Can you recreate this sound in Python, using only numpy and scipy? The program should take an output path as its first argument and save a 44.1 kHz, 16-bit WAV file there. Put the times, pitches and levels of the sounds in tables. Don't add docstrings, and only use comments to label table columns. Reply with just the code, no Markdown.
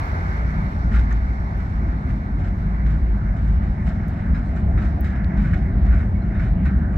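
import sys
import numpy as np
from scipy import signal
from scipy.fft import rfft, irfft
from scipy.io import wavfile
from scipy.ndimage import uniform_filter1d

SR = 44100
rng = np.random.default_rng(int(sys.argv[2]) if len(sys.argv) > 2 else 0)


def boost(x):
    u = np.asarray(x, float) / 20
    return 10 ** u


def output_pcm(signal):
    pcm = np.clip(np.atleast_2d(signal).T, -1, 1) * 32767
    wavfile.write(sys.argv[1], SR, np.round(pcm).astype(np.int16))


N = 307377
FREQ = np.arange(N // 2 + 1) * SR / N + 1e-3
TIME = np.arange(N) / SR
ROAD, YARD = 1, 2


def curves(table):
    s, *columns = np.transpose(table)
    return [np.interp(TIME, s, column) for column in columns]


def along(table, axis=1):
    points = np.array(table)
    return np.interp(np.log(FREQ), np.log(points[:, 0]), points[:, axis])


def walk(rate):
    hold = int(SR / rate)
    steps = np.repeat(rng.standard_normal(N // hold + 1), hold)
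    return 1.42 * uniform_filter1d(uniform_filter1d(steps, hold), hold)[:N]


def bell(start_s, length_s):
    return np.exp(-((TIME - start_s) / length_s) ** 2)


def ports(x, other, direction):
    # freq_hz, road left minus right [dB], yard left minus right [dB], yard likeness [0-1]
    shadow = [(323, 2, 0, 1), (560, -3.5, 0, 0.4), (980, -0.5, -1.5, 0.3), (1720, 0, -2, 0.7),
              (2280, -13.5, -4.5, 0.6), (3000, 5.5, 2, 0.6), (4300, 5.5, 1.5, 0), (6500, 6, 1.5, 0.1),
              (7840, -5.5, -7.5, 0.6), (12000, 1.5, 7.5, 0.4)]
    # freq_hz, road left lead [rad], yard left lead [rad], road likeness [0-1]
    bearing = [(340, 0.34, -0.0099, 0.7), (525, 0.44, 0.35, 0.4), (890, 1.92, -1.4, 1),
               (1020, 3.43, -0.27, 0.66), (1410, 3.31, -1, 0.86), (1740, 4.02, -0.64, .85),
               (1920, 3.6, 0, 0.5), (2120, 6, -0.76, 0.5), (2210, 6.5, -.4, 0.93), (2600, 7.5, -.4, 0.2),
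               (3400, 11.2, -0.78, 0.7), (4000, 10.5, 0.19, 0.17), (5360, 16, -1.5, 1),
               (12000, 69, -2.9, 0.9)]
    like = np.clip(along(bearing if direction == ROAD else shadow, axis=3), 0, 1)
    turn = np.exp(.5j * along(bearing, direction))
    tilt = boost(along(shadow, direction) / 2)
    mid = np.sqrt((1 + like) / 2) * x
    side = np.sqrt((1 - like) / 2) * other
    return np.array([(mid + side) * turn * tilt, (mid - side) / turn / tilt])


def roar(colour, direction, swell_db, flicker_db, rate, hiss_db=np.zeros(N)):
    low_hz, high_hz = colour[0][0], colour[-1][0]
    gain = boost(along(colour)) * (FREQ > low_hz) * (FREQ < 1.1 * high_hz)
    both = ports(*rfft(rng.standard_normal((2, N))), direction) * gain
    norm = np.std(irfft(both, N))
    swell = walk(1.5)
    place = 2 * np.log2(FREQ)
    out = 0
    for band in range(int(2 * np.log2(low_hz)), int(2 * np.log2(high_hz)) + 2):
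        part = irfft(both * np.clip(1 - abs(place - band), 0, 1), N)
        top = np.clip(band / 2 - np.log2(1000), 0, 1)
        flicker = flicker_db * (3 + 0.32 * top) * walk(rate)
        hiss = top * (1 + 0.35 * max(band / 2 - np.log2(4000), 0)) * hiss_db
        out = out + part * boost(swell_db * swell + flicker + hiss)
    return out / norm


def high_washes():
    # start_s, level_db, length_s
    washes = [(1.57, -72, 0.03), (0.01, -70, .15), (2.063, -73.5, .07), (2.553, -70, 0.032),
              (4.089, -73.5, .05), (4.829, -73.5, .05), (4.986, -76, .01), (5.046, -70, .05),
              (5.243, -75, 0.027), (5.383, -80.5, 0.13), (6.358, -79, 0.14), (6.658, -80.5, .04),
              (6.91, -75.5, 0.023)]
    pressure = boost(-98)
    for s, db, length in washes:
        rise = np.clip((TIME - s) / .012, 0, 1)
        pressure = pressure + boost(db) * rise * np.exp(-np.clip(TIME - s, 0, 1) / length)
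    high_band = np.exp(-((FREQ - 12800) / 3000) ** 2 / 2)
    hiss = rfft(rng.standard_normal((2, N))) * high_band / np.sqrt(np.mean(high_band ** 2))
    return irfft(hiss, N) * pressure


def ticks():
    # start_s, peak_db, pitch_hz, width_hz, left minus right [dB]
    clicks = [(.059, -49, 11600, 2900, 4.5), (.135, -61, 13500, 2500, 5), (.208, -56.5, 14300, 2480, 1.5),
              (.357, -57.5, 14000, 3000, 3.5), (.431, -57, 14000, 3000, 6), (1.128, -45, 6360, 800, 17.5),
              (1.127, -49.5, 10500, 4500, 1.5), (1.573, -55, 13800, 3000, 4), (2.08, -57.5, 14000, 3000, 6),
              (4.083, -41, 12000, 5010, 9), (4.084, -48, 12200, 1200, 7), (4.083, -45.5, 6200, 2500, 7),
              (4.108, -59, 10000, 3600, -4), (4.6, -50, 5900, 5000, -1), (4.967, -62, 8000, 1996, 0),
              (5.0092, -32, 14600, 1800, 21), (5.0105, -47, 14500, 700, 23.5),
              (4.9965, -65.5, 14500, 2500, 19), (5.536, -55, 9500, 2000, -2), (5.715, -68, 9700, 1500, 0),
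              (3.2586, -68, 11000, 3000, 0), (5.952, -69, 9500, 2000, -4), (4.091, -63, 12000, 4000, -2),
              (1.579, -57, 10800, 1200, 2), (1.58, -57, 13000, 1200, 2.5),
              (5.0097, -48.5, 11800, 2000, 7.5), (5.0095, -56, 8000, 2500, 1),
              (5.0458, -47, 13500, 2500, 9.5), (5.0458, -54, 8000, 2900, 5),
              (5.2454, -43.5, 4100, 900, -16), (5.2452, -55, 7500, 2000, -10),
              (5.2452, -39, 2200, 1500, -12), (1.262, -64.5, 13800, 1200, 4)]
    out = high_washes()
    t = np.arange(3500) / SR
    for s, db, hz, width_hz, pan_db in clicks:
        decay = np.pi * width_hz * t
        click = boost(db) * np.e * decay * np.exp(-decay) * np.sin(2 * np.pi * hz * t)
        pan = boost(np.array([[pan_db], [-pan_db]]) / 2)
        out[:, int(s * SR):int(s * SR) + len(t)] += click * pan
    return out


def pickup():
    # freq_hz, density [dB per Hz]
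    tyres = [(350, -2), (480, -10.5), (680, -2), (900, -1), (1050, -3), (1500, -1.5), (2150, -10),
             (2600, -24.5), (3200, -26), (4200, -27), (5500, -28.5), (8500, -43.5), (11000, -43),
             (15000, -44)]
    passing_m, speed_m_s = 9.3, 16.1
    away_m = np.hypot(passing_m, speed_m_s * (TIME + .5))
    gain = np.hypot(boost(-32) * away_m[0] / away_m, boost(-42.5))
    air_db = 0.13 - 0.1049 * (away_m - away_m[0])
    return roar(tyres, ROAD, 0.18, 0.38, 15, air_db) * gain


def yard_drone():
    # freq_hz, density [dB per Hz]
    drone = [(350, -4), (480, -14), (680, 0), (900, -11.5), (1100, -14.5), (1500, -6), (2150, -10.5),
             (2600, -25), (3200, -30), (4200, -32), (5500, -36), (8500, -45), (11000, -57), (15000, -58.5)]
    clear_s, rise_db_per_s = 4.58, 3.5
    hidden_db = rise_db_per_s * np.minimum(TIME - clear_s, 0)
    return roar(drone, YARD, 0.35, 0.82, 16, -2.5 - 0.5 * hidden_db) * boost(-42 + hidden_db)


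def plates():
    # start_s, pitch_hz, peak_db, t60_s
    singing = [(.918, 3000, -60, .08), (.943, 1410, -41.5, 0.2), (.94, 2050, -36, 0.16),
               (.958, 4960, -61, .06), (1.107, 1800, -37.5, .08), (3.875, 7040, -63, .1),
               (4.34, 5100, -57, .12), (4.345, 4000, -59, .2), (4.347, 1610, -39, 0.13),
               (4.554, 7450, -61, .1), (4.556, 5700, -64, .08), (4.777, 3800, -54.5, .15),
               (4.789, 1303, -42.5, 0.37), (5.05, 7430, -59, .1), (5.091, 1705, -44, 0.94),
               (5.155, 5400, -63, .1), (5.855, 3800, -64, .2), (6.34, 3700, -58.5, .3),
               (6.39, 5300, -62, .1), (6.21, 4100, -62, .15), (6.15, 2203, -47.5, 0.32),
               (.96, 3400, -57, .15), (.99, 1910, -44, .1), (5.372, 3820, -59, .25), (5.44, 1500, -43, .2),
               (5.532, 1720, -38, .1), (5.534, 5500, -60, 0.053), (6.656, 7600, -62.5, 0.09),
               (6.655, 1526, -33, .12), (6.66, 4060, -57, .15), (6.93, 7450, -65, .1)]
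    out = np.zeros(N)
    t = TIME[:SR // 2]
    jolts = rng.standard_normal((len(singing), 2, len(t) // 30 + 1))
    for (s, hz, db, t60), jolt in zip(singing, jolts):
        size, turn = (np.interp(t * hz / 15, np.arange(len(j)), j) for j in jolt)
        shiver = .9 * min(1, .2 / t60)
        phase = 2 * np.pi * hz * t
        swing = (1 - shiver + shiver * size) * np.sin(phase) + shiver * turn * np.cos(phase)
        ring = boost(db) * np.clip(t / .008, 0, 1) * 1000. ** (-t / t60) * swing
        piece = out[int(s * SR):int(s * SR) + len(t)]
        piece += np.sqrt(2) * ring[:len(piece)]
    return rfft(out)


def clanks():
    # start_s, peak_db, rattle_s, extra treble [dB]
    joints = [(0.911, -30, 0.019, 0.5), (0.938, -27, 0.03, 0), (0.986, -33.5, 0.014, -4),
              (1.104, -30.5, 0.014, 0), (1.587, -37.5, 0.037, 2.5), (1.652, -46.5, 0.023, 4),
              (1.877, -37.5, .06, -4.5), (2.087, -33, 0.019, 0.5), (2.384, -39, 0.064, 4),
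              (2.443, -44, 0.035, 2), (2.572, -46, 0.037, 6), (2.858, -37, 0.077, 5),
              (3.361, -39, 0.095, 3.5), (3.472, -45.5, .07, 8), (3.619, -37.5, 0.044, 1),
              (3.855, -39, .02, 8), (3.866, -37.5, .045, 4.5), (4.085, -47.5, 0.11, 11.5),
              (4.339, -32.5, 0.04, 0.5), (4.555, -33.5, 0.022, 0.5), (4.772, -27, 0.022, -3),
              (4.816, -38, 0.041, 3), (4.845, -40, 0.024, -2.5), (5.04, -28.5, 0.017, 1),
              (5.067, -43, .035, 2), (5.152, -42, .02, 2), (5.369, -33, .06, 0.5),
              (5.436, -31.5, 0.07, -4.5), (5.528, -25, 0.016, -4), (5.854, -32.5, 0.078, -2.5),
              (5.922, -33.5, 0.062, -2.5), (5.986, -40, 0.035, -1.5), (6.344, -32, 0.055, -8),
              (6.392, -40, 0.017, 4), (6.416, -34, 0.06, -5), (6.65, -27, .03, -3),
              (6.924, -36.5, 0.036, -5)]
    # freq_hz, density [dB per Hz]
    steel = [(900, -18), (1300, -3), (1600, 0), (2150, -6), (2700, -14.5), (3200, -19), (3900, -22),
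             (4600, -24.5), (5300, -26.5), (6300, -29), (7700, -32), (9000, -42), (10500, -73.5)]
    # pitch_hz, level_db, t60_s
    rings = [(1154, -11, 0.062), (1323, -9, 0.087), (1464, -4, 0.077), (1694, -11.5, 0.37),
             (1872, -6.5, 0.17), (2173, -11, 0.087), (2310, -17.5, 0.097), (3000, -26, .06),
             (3460, -27, 0.073), (3800, -27, 0.04), (4300, -32.5, 0.066), (5300, -37, .06),
             (6300, -39.5, .05), (7440, -42.5, .04)]
    s, db, hold, extra_db = (column[:, None] for column in np.transpose(joints))
    treble_db = -21.5 - 0.02 * (db + 34.0) + extra_db
    coarse = TIME[::32] - s
    tail = 1000. ** (-np.clip(coarse - hold, 0, 9) / .18)
    blow = boost(3.5 * np.exp(-abs(coarse) / 0.012))
    shapes = np.clip(coarse * 170, 0, 1) * tail * blow
    luck = boost(4.5 * np.clip(rng.standard_normal((len(joints), len(rings))), -3, 1.3))

    def shake(weight, ring_on=1):
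        knocks = rng.standard_normal((2, N)) * boost(1.86 * walk(160))
        envelope = (shapes ** ring_on * weight).sum(0)
        return rfft(knocks * np.interp(TIME, TIME[::32], envelope))

    split = np.clip(np.log2(FREQ / 2500) * 4, 0, 1)
    body = boost(along(steel)) * (FREQ > steel[0][0])
    low, high = (body * w / np.sqrt(np.mean((body * w) ** 2)) for w in (1 - split, split))
    hits = boost(-13.0) * low * shake(boost(db))
    hits = hits + boost(-6.5) * high * shake(boost(db + treble_db), ring_on=0.54)
    for k, (hz, ring_db, t60) in enumerate(rings):
        resonance = 1 / (1 + 1j * (FREQ - hz) * t60 * 2 * np.pi / np.log(1000))
        mode = resonance * (abs(FREQ / hz - 1) < .3)
        hits = hits + boost(ring_db + 10.0) * mode * shake(boost(db) * luck[:, [k]])
    singing = plates() * np.array([[1], [.5j]])
    return irfft(ports(*(hits + singing), YARD), N)


def strands():
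    # centre_s, pitch_hz, peak_db, length_s
    swells = [(.47, 59.1, -18.5, 0.071), (.95, 58.5, -17.5, 0.089), (1.12, 53, -23, 0.094),
              (1.6, 55.9, -20, 0.11), (1.85, 54.4, -23.5, 0.11), (2.4, 48.8, -23.5, 0.18),
              (2.85, 56.7, -19, 0.086), (3.02, 68.7, -22.5, 0.07), (3.22, 48, -20.5, 0.07),
              (3.5, 54.3, -16, 0.071), (3.85, 68, -21, 0.094), (4.05, 55.5, -27, 0.17),
              (4.33, 46, -21.5, 0.12), (4.68, 68.4, -27.5, .1), (4.95, 68.45, -20, 0.18),
              (5.4, 49.8, -22.5, 0.18), (5.45, 68.6, -27, 0.091), (5.6, 54.7, -20.5, 0.09),
              (5.85, 69.2, -21, 0.11), (5.92, 53.8, -14, 0.12), (6.2, 55, -22.5, 0.1),
              (6.5, 47.7, -18, 0.084), (6.7, 66.1, -17, .14), (0.301, 88.6, -31, 0.14),
              (1.3, 62, -25, 0.11), (3.45, 72.2, -29, .08), (0.15, 60, -26, 0.06),
              (.55, 151.5, -28.5, 0.12), (.55, 189.3, -32.5, 0.062), (2.4, 93.5, -28, 0.17),
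              (2.4, 149.7, -32, 0.08), (2.62, 100, -31.5, .08), (4.648, 88.6, -30, 0.048),
              (4.8, 107.8, -27.5, 0.091), (3.619, 73.3, -25, 0.057), (.75, 70.7, -31, .07),
              (2.9, 149, -27, 0.073), (3.2, 198, -34, 0.082), (3.42, 150, -25.5, 0.085),
              (5.48, 150.4, -23.5, 0.068), (5.5, 175.8, -24, 0.065), (5.45, 201.1, -30, 0.17),
              (5.8, 152.3, -31, 0.086), (6.3, 91.5, -31, 0.084), (6.45, 115.3, -24.5, 0.062),
              (2.619, 56, -23.5, .07), (2.1, 56, -24.5, .05), (3.081, 55.2, -22.5, .06),
              (3.749, 52, -24, 0.063), (4.8, 49.9, -24.5, 0.064)]
    out = np.zeros(N)
    for s, hz, db, length in swells:
        tone = np.sin(2 * np.pi * (hz * (TIME - s) + rng.random()))
        out += np.sqrt(2) * boost(db) * bell(s, length) * tone
    return out


def engine(cycle_hz, db, orders, order_db, waver_db, waver_rad):
    cycle = 2 * np.pi * np.cumsum(cycle_hz) / SR
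    lines = np.zeros(N)
    for k, rel_db in zip(orders, order_db):
        level = boost(rel_db + waver_db * walk(1.402))
        lines += level * np.sin(k * cycle + waver_rad * walk(1.133) + 2 * np.pi * rng.random())
    return np.sqrt(2) * lines * boost(db)


def diesels():
    # start_s, far_cycle_hz, lead_cycle_hz
    speeds = [(0, 5.52, 5.2), (1.2, 5.5, 5.21), (2.2, 5.47, 5.25), (3.6, 5.55, 5.36), (4.2, 5.58, 5.35),
              (5.3, 5.52, 5.3), (6.97, 5.48, 5.2)]
    # start_s, far_db, lead_db
    levels = [(0, -34.5, -38.5), (.6, -28.5, -28.5), (1.2, -23.5, -37.5), (1.8, -29.5, -31),
              (2.4, -28.5, -33), (3, -23, -34.5), (3.6, -25.5, -26), (4.3, -26, -28.5), (4.8, -32.5, -29),
              (5.25, -21.5, -30.5), (5.9, -26, -26), (6.25, -25.5, -28), (6.7, -32, -24.5),
              (6.97, -26.5, -26)]
    far_orders = [5, 6, 7, 8, 9, 10, 11, 19, 21, 27]
    far_order_db = [-17, -15.5, -19, -10.5, -9, -3, -8, -17, -24, -24.5]
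    lead_orders = [7, 9, 11, 13, 14, 17, 19, 28, 30, 32, 36, 38, 40]
    lead_order_db = [-13.5, -10.5, -7, -7.5, -5, -7.5, -14, -13, -16.5, -10, -11.5, -9, -10]
    # freq_hz, density [dB per Hz]
    rumble_colour = [(18, -30), (29, -32.5), (40, -8.5), (55, -9), (75, -7), (95, -9), (130, -14),
                     (200, -14.5), (250, -21), (386, -32), (461, -41.5), (600, -38)]
    # centre_s, gain_db, length_s
    surges = [(0.031, 6, 0.039), (0.441, 4, 0.025), (0.603, 6.5, 0.046), (0.942, 5.5, 0.11),
              (1.558, 1, 0.04), (1.892, 4, 0.09), (2.094, 2.5, 0.033), (2.387, 7, 0.02), (3.222, 4, 0.021),
              (3.481, 2, 0.055), (4.321, 5, 0.03), (4.703, 5.5, 0.14), (5.505, 2.5, 0.095),
              (5.696, -0.5, 0.028), (5.928, 5.5, 0.047), (6.171, 0, 0.022), (6.715, 0, 0.027)]
    (far_hz, lead_hz), (far_db, lead_db) = curves(speeds), curves(levels)
    far = engine(far_hz, far_db, far_orders, far_order_db, waver_db=2.2, waver_rad=.45)
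    lead = engine(lead_hz, lead_db, lead_orders, lead_order_db, waver_db=1.1, waver_rad=.3)
    nearing_db = -26.22 + 0.66 * TIME
    rumble = roar(rumble_colour, YARD, 0.2, 0.41, 8) * boost(nearing_db)
    sound = rfft(far + lead + rumble)
    surge_db = sum(db * bell(s, length) for s, db, length in surges)
    deep = np.clip((88 - FREQ) / 16, 0, 1)
    boom = irfft(sound * deep, N) * boost(1.1 * surge_db)
    upper = irfft(sound * (1 - deep), N) * boost(0.4 * surge_db)
    side = np.array([[.5], [-.5]])
    pan_db, lag_rad = .4, .2
    return irfft(rfft(boom + upper + strands()) * boost(pan_db * side) * np.exp(-1j * lag_rad * side), N)


def scene():
    # freq_hz, gain_db
    cavities = [(2900, 1), (3250, -2.5), (3600, 0), (4100, 2), (4650, -3), (5300, 2), (5800, -3), (6400, 1),
                (7000, -2), (7800, 2), (8900, 1), (10000, -3)]
    outdoors = rfft(pickup() + yard_drone() + clanks())
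    return diesels() + irfft(outdoors * boost(along(cavities)), N) + ticks()


def low_pass(x):
    return signal.sosfilt(signal.butter(12, 15760, fs=SR, output="sos"), x)


def record(dry):
    limited = np.tanh(0.91 * dry) / 0.96
    return low_pass(limited)


dry = scene()
out = record(dry)
output_pcm(out)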